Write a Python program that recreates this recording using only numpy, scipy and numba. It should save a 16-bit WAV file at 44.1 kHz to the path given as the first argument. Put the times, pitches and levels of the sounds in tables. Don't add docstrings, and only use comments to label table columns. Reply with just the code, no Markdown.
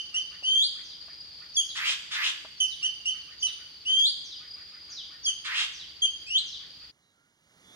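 import sys
import numpy as np
from scipy import signal
from scipy.fft import rfft, irfft, next_fast_len
from scipy.io import wavfile
from scipy.ndimage import uniform_filter1d
from numba import njit

SR = 44100
rng = np.random.default_rng(int(sys.argv[2]) if len(sys.argv) > 2 else 0)


def waveform_to_disk(signal):
    frames = np.transpose(np.atleast_2d(signal))
    scaled = np.clip(frames, -1, 1) * 32767
    samples = np.round(scaled).astype(np.int16)
    wavfile.write(sys.argv[1], SR, samples)


N = 341775
TIME = np.arange(N) / SR

# (frequency [Hz], relative level [dB])
AIR_TONE = [(25, -23), (70, 3), (110, -5), (165, -2), (200, -9), (320, -4.5), (400, -10.5), (700, -14.5),
            (1500, -11), (2700, -6.5), (3300, 0.5), (5500, -9), (7500, -26.5), (15500, -26.5)]
# (frequency [Hz], likeness [0 to 1])
AIR_LIKENESS = [(60, 1), (160, 1), (330, 0.69), (800, 0), (2000, 0.28), (8000, 0)]
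# (time [s], chorus level [dB], nearest insect compared with the chorus [dB])
INSECT_LEVELS = [(0, -48, -21), (1.1, -47.5, -1.5), (2.5, -50.5, -17), (3.7, -49.5, -9.5), (4.5, -49, 0),
                 (5.1, -49, -2.5), (6, -50, -39), (6.9, -49, -10.5)]
# (frequency [Hz], relative level [dB])
INSECT_TONE = [(3000, -22), (4100, -14.5), (4550, 1.5), (4780, 4), (4950, -4.5), (5120, -15.5),
               (6000, -26.5), (7500, -30.5), (8800, -55.5), (9600, -27), (10400, -50.5)]

# (time [s], length [s], level [dB], left minus right [dB])
PIPS = [(-.07, 0.065, -27, -2), (0.14, 0.063, -24.5, -2), (2.825, 0.058, -23.5, -3),
        (3.053, 0.061, -24, -3)]
# (time [s], length [s], pitch [Hz], level [dB])
WHISTLES = [(0.427, .25, 3031, -20), (3.85, .259, 3044, -19.5)]
# (time [s], level [dB])
SQUEAKS = [(1.539, -32.5), (2.577, -45.5), (3.399, -39), (5.232, -31)]
# (time [s], pitch [Hz], level [dB], early slide [octaves/s], overtone boost [dB],
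# left minus right [dB])
CLINKS = [(1.565, 3290, -22, -1.35, 3.5, -1), (2.6, 3052, -22.5, -0.04, 1.5, -5),
          (3.424, 3030, -24.5, -0.19, 1, -3), (5.259, 3130, -25.5, -3, 3, -1.5),
          (6.018, 3204, -22.5, -0.2, -0.5, -1)]
# (time [s], pitch [Hz], level [dB])
UPSWEEP = [(6.265, 2455, -46), (6.303, 2710, -39), (6.308, 2770, -29), (6.333, 2935, -31.5),
           (6.36, 3139, -17.5), (6.377, 3536, -21.5), (6.388, 4210, -23.5), (6.406, 3820, -49)]
# (multiple of the pitch, level [dB])
CLINK_PARTIALS = [(1, 3.5), (2, -8), (3, -17.5), (4, -28), (5, -33)]
# (multiple of the pitch, level [dB])
WHISTLE_PARTIALS = [(1, 2), (2, -17.5), (3, -25), (4, -36)]
# (frequency [Hz], boost [dB])
BEAK_BOOST = [(9500, 0), (11000, 4.5), (12250, 5), (13400, 7.5), (15500, 1.5)]
# (time [s], treble change [dB])
HEAD_TURN = [(4.3, 0), (4.7, -3.5)]
# (frequency [Hz], gain [dB])
TOP_OCTAVE = [(9000, -39), (11500, 4)]

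# (time [s], length [s], level [dB], hiss [dB], when the beak is most closed [share of length])
RASPS = [(1.748, 0.19, -26.5, -11.5, 0.35), (2.105, 0.2, -26, -13.5, 0.43), (5.44, 0.21, -27, -13.5, 0.31)]
# (frequency [Hz], relative level [dB])
RASP_BODY = [(600, -59), (780, -20), (1000, -9), (1450, -1.5), (2400, -1), (3400, -2), (4300, -7.5),
             (5200, -11.5), (8000, -37), (11800, -38.5), (15500, -50)]
# (frequency [Hz], relative level [dB])
HISS_TONE = [(3500, -20), (5000, 5.5), (6500, 4.5), (8000, -1), (9700, -8.5), (11000, -14), (15500, -41.5)]
# (frequency [Hz], relative level [dB])
RASP_SIZZLE = [(8500, -27.5), (10500, -9), (12200, 5.5), (13800, -10), (15500, -11.5)]

# (first time [s], last time [s], number of chirps, level [dB])
CHIRP_GROUPS = [(0.126, 0.302, 2, -56), (0.748, 1.403, 3, -57.5), (2.81, 3.458, 3, -57.5),
                (3.273, 3.871, 3, -58.5), (4.396, 4.878, 4, -58.5), (5.092, 5.261, 2, -58.5),
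                (6.366, 6.811, 3, -61.5)]
# (time [s], level [dB], pitch [Hz])
TAPS = [(0.425, -50.5, 545), (1.082, -50.5, 690), (1.891, -47, 580), (2.449, -42.5, 642)]
# (time [s], number of chips, level [dB])
CHIP_RUNS = [(.447, 2, -46.5), (0.801, 1, -43), (1.004, 3, -49.5), (1.306, 3, -48), (2.557, 1, -44.5),
             (2.8, 3, -47), (3.1, 3, -45), (3.705, 3, -47)]
# (time [s], level [dB])
FALLS = [(.832, -47.5), (1.625, -43.5), (2.64, -42.5), (3.395, -41.5), (4.237, -43.5), (4.897, -40.5),
         (5.724, -42), (6.455, -40)]

# (frequency [Hz], relative level [dB])
HUSH_TONE = [(30, -22), (70, -11), (160, -6.5), (420, -13.5), (900, -16), (1500, -13), (2300, -12.5),
             (3400, -15.5), (5000, -20), (6700, -17), (10000, -26), (15000, -36)]
# (low edge [Hz], high edge [Hz])
HUSH_GAPS = [(2400, 2730), (7200, 8000)]
# (time [s], level [dB])
HUSH_SWELL = [(6.93, -70), (7.38, -69.5), (7.75, -55.5)]
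# (time [s], length [s], first pitch [Hz], last pitch [Hz], level [dB])
FAINT_BIRDS = [(6.97, 0.2, 4100, 3810, -71), (7.094, 0.26, 1350, 1480, -71), (7.6, 0.26, 3440, 3580, -55)]


def from_db(db):
    return 10 ** (np.asarray(db) / 20)


def unit_power(x):
    return x / np.sqrt(np.mean(x ** 2) + 1e-20)


def in_time(rows, t):
    s, *columns = np.transpose(rows)
    return [np.interp(t, np.sort(s), c) for c in columns]


def per_frequency(points, size=N):
    hz, value = np.transpose(points)
    return np.interp(np.log(np.arange(size // 2 + 1) * SR / size + 1), np.log(hz), value)


def equalise(x, tone):
    size = x.shape[-1]
    return irfft(rfft(x) * from_db(per_frequency(tone, size)), size)


def colour(x, tone):
    return unit_power(equalise(x, tone))


def drift(per_s, size=N):
    return np.interp(np.arange(size) / SR * per_s, np.arange(size), rng.standard_normal(size))


def empty_track():
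    return np.zeros((2, next_fast_len(N + 2 * SR)))


def add(track, start_s, sound):
    where = round(start_s * SR) + np.arange(sound.shape[-1])
    track[..., where % track.shape[-1]] += sound


def pan(db):
    return from_db([[db / 2], [-db / 2]])


def delay_left(pair, lag_ms):
    delay = np.exp(-2j * np.pi * np.arange(N // 2 + 1) * SR / N * lag_ms / 1000)
    return np.array([irfft(rfft(pair[0]) * delay, N), pair[1]])


def progress(length_s):
    t = np.arange(int(length_s * SR)) / SR
    return t, t / t[-1]


def envelope(t, attack_s, release_s, rise_db, fade_db):
    held_s = t[-1] - release_s
    db = rise_db * np.minimum(t / held_s - 1, 0) - fade_db * np.maximum(t - held_s, 0) / release_s
    return np.minimum(t / attack_s, 1) * from_db(db)


def step(u, at, width):
    return .5 + np.arctan((u - at) / width) / np.pi


def droop(u, after, depth):
    return 1 - depth * np.clip((u - after) / (1 - after), 0, 1) ** 2


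def note(hz, gain, partials=((1, 0),), waver=0.0048, side_db=0, top_hz=10500, effort=0):
    i = np.arange(len(hz))
    hz = hz * (1 + waver * drift(900, len(i)))
    phase = 2 * np.pi * np.cumsum(hz) / SR
    soft_ends = np.clip(np.minimum(i, i[-1] - i) / SR / 0.0011, 0, 1)
    lowest, *overtones = [from_db(db) / (1 + (k * hz / top_hz) ** 6) * np.sin(k * phase)
                          for k, db in partials]
    brightness = (gain / gain.max() + .01) ** effort
    return soft_ends * gain * (pan(side_db) * lowest + pan(-side_db / 2) * brightness * sum(overtones))


def glide(length_s, first_hz, last_hz, waver, bend=1):
    _, u = progress(length_s)
    return note(first_hz * (last_hz / first_hz) ** (u ** bend), np.sqrt(4 * u * (1 - u)), waver=waver)


def echoes(per_s=1600):
    out = np.zeros(SR)
    arrivals = (np.arange(per_s) + rng.random(per_s)) * SR / per_s
    out[arrivals.astype(int)] = rng.choice([-1, 1], per_s)
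    return unit_power(out)


def trees(pair, near_db, far_db, alike, near_t60=0.77, far_t60=0.56, build_s=0.00017):
    t = np.arange(SR) / SR
    both_ears, each_ear = echoes(), np.array([echoes(), echoes()])
    reflections = np.sqrt(alike) * both_ears + np.sqrt(1 - alike) * each_ear
    build_up = 1 - np.exp(-(t / build_s) ** 2)
    near, far = [unit_power(from_db(-60 * t / t60) * build_up) for t60 in (near_t60, far_t60)]
    response = reflections * np.hypot(from_db(near_db) * near, from_db(far_db) * far) / np.sqrt(SR)
    return irfft(rfft(pair) * rfft(response, pair.shape[-1]), pair.shape[-1])


def garden_air():
    mid, side = rfft(rng.standard_normal((2, N)))
    alike = per_frequency(AIR_LIKENESS)
    pair = irfft(np.sqrt(1 + alike) * mid + np.sqrt(1 - alike) * side * [[1], [-1]], N)
    return from_db(-55.5) * colour(pair, AIR_TONE)


def insects(pitch_hz=4925, sag=0.028, strokes_per_s=27.5):
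    chorus_db, nearest_db = in_time(INSECT_LEVELS, TIME)
    stroke = np.cumsum(strokes_per_s * (1 + .11 * drift(20))) / SR % 1
    hz = pitch_hz * (1 - sag * (1 - stroke / .6) ** 2 + .006 * drift(300))
    phase = 2 * np.pi * np.cumsum(hz) / SR
    tone = np.sin(phase) + from_db(-36.5) * np.sin(2 * phase)
    nearest = from_db(4 * drift(24)) * np.sin(np.pi * stroke) * tone
    chorus = colour(rng.standard_normal((2, N)), INSECT_TONE) * from_db(2 * drift(60))
    return from_db(chorus_db) * (from_db(nearest_db) * unit_power(nearest) + chorus)


def pip(length_s, side_db, low_hz=2765, high_hz=3086):
    t, u = progress(length_s)
    upper = step(u, at=0.36, width=0.077)
    pitch = (low_hz + (high_hz - low_hz) * upper) * droop(u, after=0.705, depth=0.11)
    gain = envelope(t, attack_s=0.0061, release_s=0.017, rise_db=6, fade_db=13)
    clear = note(pitch, gain, CLINK_PARTIALS, waver=0.0043, side_db=side_db, top_hz=8800)
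    return clear + from_db(-19) * gain * (1 - upper) * hoarse_tones(pitch)


def hoarse_tones(hz):
    phase = 2 * np.pi * np.cumsum(hz * (1 + 0.01 * drift(900, len(hz)))) / SR
    return sum(from_db(-7.5 * k) * np.sin((k + .5) * phase) for k in range(1, 5))


def opening_hiss(level_db=-53, t60=0.27):
    bursts = empty_track()
    for s, *_ in CLINKS + PIPS:
        add(bursts, s, from_db(level_db - 60 * TIME[:SR // 4] / t60))
    return bursts[:, :N] * colour(rng.standard_normal(N), HISS_TONE)


def chirp(low_hz=1020, high_hz=2060, croak_hz=(1300, 2450)):
    hoarseness, tuning = rng.uniform(.25, .7), rng.uniform(.92, 1.08)
    t, u = progress(rng.uniform(.055, .09))
    upper = step(u, at=.3, width=0.1)
    pitch = (low_hz + (high_hz - low_hz) * upper) * tuning
    voiced = note(pitch, np.ones(len(t)), [(1, 2.3), (2, 3.1)], waver=.12 * upper, top_hz=3600)
    band = signal.butter(3, croak_hz, "band", fs=SR, output="sos")
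    croak = unit_power(signal.sosfilt(band, rng.standard_normal(len(t))))
    breathy = hoarseness * upper
    gain = envelope(t, attack_s=0.0046, release_s=0.032, rise_db=7.5, fade_db=17.5)
    return gain * (np.sqrt(1 - breathy) * voiced + np.sqrt(breathy) * croak)


def taps(t60=0.042):
    out, t = empty_track(), np.arange(SR // 8) / SR
    for s, db, hz in TAPS:
        band = signal.butter(2, [0.87 * hz, 2 * hz], "band", fs=SR, output="sos")
        puff = unit_power(signal.sosfilt(band, rng.standard_normal(len(t))))
        add(out, s, from_db(db - 60 * t / t60) * (np.sin(2 * np.pi * hz * t) + from_db(-0.5) * puff))
    return out[:, :N]


def rising_whistle(length_s, hz, scoop_s=0.016, scoop_hz=494.6, climb_hz=190, leap_hz=1593):
    t, u = progress(length_s)
    pitch = hz - scoop_hz * np.exp(-t / scoop_s) + climb_hz * u + leap_hz * step(u, at=.84, width=.041)
    gain = envelope(t, attack_s=0.037, release_s=0.05, rise_db=5, fade_db=10.5)
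    return note(pitch, gain, WHISTLE_PARTIALS, top_hz=9100, effort=-0.38)


def chip():
    return glide(0.029, first_hz=4680, last_hz=4030, waver=0.008, bend=1.7)


def falling_whistle(swell_db=5, break_db=22):
    sound = glide(.126, first_hz=6950, last_hz=2870, waver=0.0077, bend=0.94)
    u = np.linspace(0, 1, sound.shape[-1])
    voice_break = np.exp(-((u - 0.44) / .085) ** 2)
    return sound * from_db(swell_db * (u - .5) - break_db * voice_break)


def squeak(high_hz=6000, low_hz=4400):
    t, u = progress(0.033)
    pitch = high_hz + (low_hz - high_hz) * step(u, at=0.59, width=0.0793)
    gain = envelope(t, attack_s=.004, release_s=0.0064, rise_db=22.5, fade_db=9.5)
    return note(pitch, gain, [(1, 7.5), (2, -16)], waver=0.023)


def clink(hz, slide, bright_db, side_db, length_s=0.063, hold_s=0.0252, settle_s=0.0032):
    t, u = progress(length_s)
    early_slide = 2 ** (slide * np.minimum(t - hold_s, 0))
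    overshoot = 1 + 0.071 * np.exp(-t / settle_s)
    pitch = hz * early_slide * overshoot * droop(u, after=hold_s / length_s, depth=0.17)
    partials = [(k, db + bright_db * (k > 1)) for k, db in CLINK_PARTIALS]
    gain = envelope(t, attack_s=0.0063, release_s=0.026, rise_db=-0.5, fade_db=24)
    return note(pitch, gain, partials, side_db=side_db, top_hz=10900, effort=0.21)


def rasp_movements(muffle_db=16):
    gain, closed, tight, hiss_db = np.zeros((4, N))
    for s, length, db, open_hiss_db, closed_at in RASPS:
        t, u = progress(length)
        width = np.where(u < closed_at, 0.13, 0.23)
        closing = np.exp(-np.abs((u - closed_at) / width) ** 3)
        shape = envelope(t, attack_s=0.014, release_s=0.047, rise_db=9, fade_db=6.5)
        add(gain, s, from_db(db - 3.4 * closing) * shape)
        add(closed, s, closing)
        add(tight, s, step(u, at=closed_at + 0.2, width=0.079))
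        add(hiss_db, s, open_hiss_db - muffle_db * closing)
    return gain, np.minimum(closed, 1), tight, hiss_db


@njit
def resonance(x, hz, width_hz):
    y, r = np.zeros(len(x)), np.exp(-np.pi * width_hz / SR)
    for i in range(2, len(x)):
        ringing = 2 * r * np.cos(2 * np.pi * hz[i] / SR) * y[i - 1] - r * r * y[i - 2]
        y[i] = (1 - r * r) / 2 * (x[i] - x[i - 2]) + ringing
    return y


def drongo_rasps(flutter_hz=420, throat_low_hz=1550, throat_high_hz=3355, beak_hz=3370):
    gain, closed, tight, hiss_db = rasp_movements()
    throat_hz = throat_low_hz + (throat_high_hz - throat_low_hz) * tight
    flutter = np.cos(2 * np.pi * np.cumsum(flutter_hz * (1 + 0.2965 * drift(400))) / SR)
    air = rng.standard_normal(N) * np.exp(.34 * flutter)
    body = colour(air, RASP_BODY)
    throat = from_db(9.5) * resonance(body, throat_hz, width_hz=780)
    shrill = from_db(12) * tight ** 2 * resonance(body, throat_hz, width_hz=280)
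    breath = colour(rng.standard_normal(N), RASP_BODY)
    beak = from_db(11) * (1 - closed) * resonance(breath, np.full(N, beak_hz), width_hz=650)
    voice = body + throat * np.maximum(closed, tight) + shrill + beak
    voice /= np.sqrt(uniform_filter1d(voice ** 2, int(.01 * SR)) + 1e-12)
    sizzle = from_db(-25.5) * closed * colour(air, RASP_SIZZLE)
    hiss = from_db(hiss_db) * colour(air, HISS_TONE)
    out = empty_track()
    add(out, 0, pan(-0.8) * from_db(-0.5) * gain * (voice + sizzle + hiss))
    return (out + trees(out, near_db=-0.5, far_db=-5, alike=0.045, near_t60=0.2, far_t60=0.79))[:, :N]


def head_turn(voice):
    top_db, = in_time(HEAD_TURN, TIME)
    return voice + (from_db(top_db) - 1) * equalise(voice, TOP_OCTAVE)


def upsweep():
    start, end = UPSWEEP[0][0], UPSWEEP[-1][0]
    t, _ = progress(end - start)
    hz, db = in_time(UPSWEEP, start + t)
    return note(hz, from_db(db), WHISTLE_PARTIALS, top_hz=7350, effort=-0.74)


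def hush():
    out, air = empty_track(), colour(rng.standard_normal(N), HUSH_TONE)
    for edges_hz in HUSH_GAPS:
        air = signal.sosfilt(signal.butter(3, edges_hz, "bandstop", fs=SR, output="sos"), air)
    add(out, 0, from_db(in_time(HUSH_SWELL, TIME)[0]) * air)
    for s, length, first_hz, last_hz, db in FAINT_BIRDS:
        _, u = progress(length)
        add(out, s, from_db(db) * glide(length, first_hz, last_hz, waver=0.036) * np.sin(np.pi * u))
    return delay_left(pan(-5) * out[:, :N], lag_ms=-0.19)


def mix_drongo_notes():
    out = empty_track()
    for s, length, db, side_db in PIPS:
        add(out, s, from_db(db) * pip(length, side_db))
    for s, length, hz, db in WHISTLES:
        add(out, s, from_db(db) * rising_whistle(length, hz))
    for s, db in SQUEAKS:
        add(out, s, from_db(db) * squeak())
    for s, hz, db, slide, bright_db, side_db in CLINKS:
        add(out, s, from_db(db) * clink(hz, slide, bright_db, side_db))
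    add(out, UPSWEEP[0][0], upsweep())
    out = equalise(out, BEAK_BOOST)
    echo = trees(out, near_db=-6.5, far_db=-8, alike=0.048, near_t60=0.17, far_t60=0.73, build_s=0.0043)
    return (out + echo)[:, :N]


def mix_far_birds():
    chirps, chips, falls = empty_track(), empty_track(), empty_track()
    for first, last, count, db in CHIRP_GROUPS:
        for s in np.linspace(first, last, round(count)):
            add(chirps, s, from_db(db) * chirp())
    for s, count, db in CHIP_RUNS:
        for k in range(round(count)):
            add(chips, s + k * 0.048, from_db(db - rng.uniform(0, 2)) * chip())
    for s, db in FALLS:
        add(falls, s, from_db(db) * falling_whistle())
    falls *= from_db(drift(70, falls.shape[-1]))
    high_echo = trees(falls + from_db(-13) * chips, near_db=-7.5, far_db=3, alike=0.49)
    low_echo = trees(chirps, near_db=3, far_db=-5, alike=0.24, near_t60=0.29)
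    return (chips + from_db(-1.5) * (falls + chirps) + high_echo + low_echo)[:, :N]


def scene(cut_s=6.909, fade_s=0.018):
    drongo = delay_left(head_turn(mix_drongo_notes() + opening_hiss() + drongo_rasps()), lag_ms=0.11)
    garden = garden_air() + insects() + drongo + mix_far_birds() + taps()
    before_cut = np.clip((cut_s - TIME) / fade_s + .5, 0, 1)
    return before_cut * garden + (1 - before_cut) * hush()


def record(dry):
    return signal.sosfilt(signal.ellip(12, .1, 80, 15800, fs=SR, output="sos"), dry)


dry = scene()
out = record(dry)
waveform_to_disk(out)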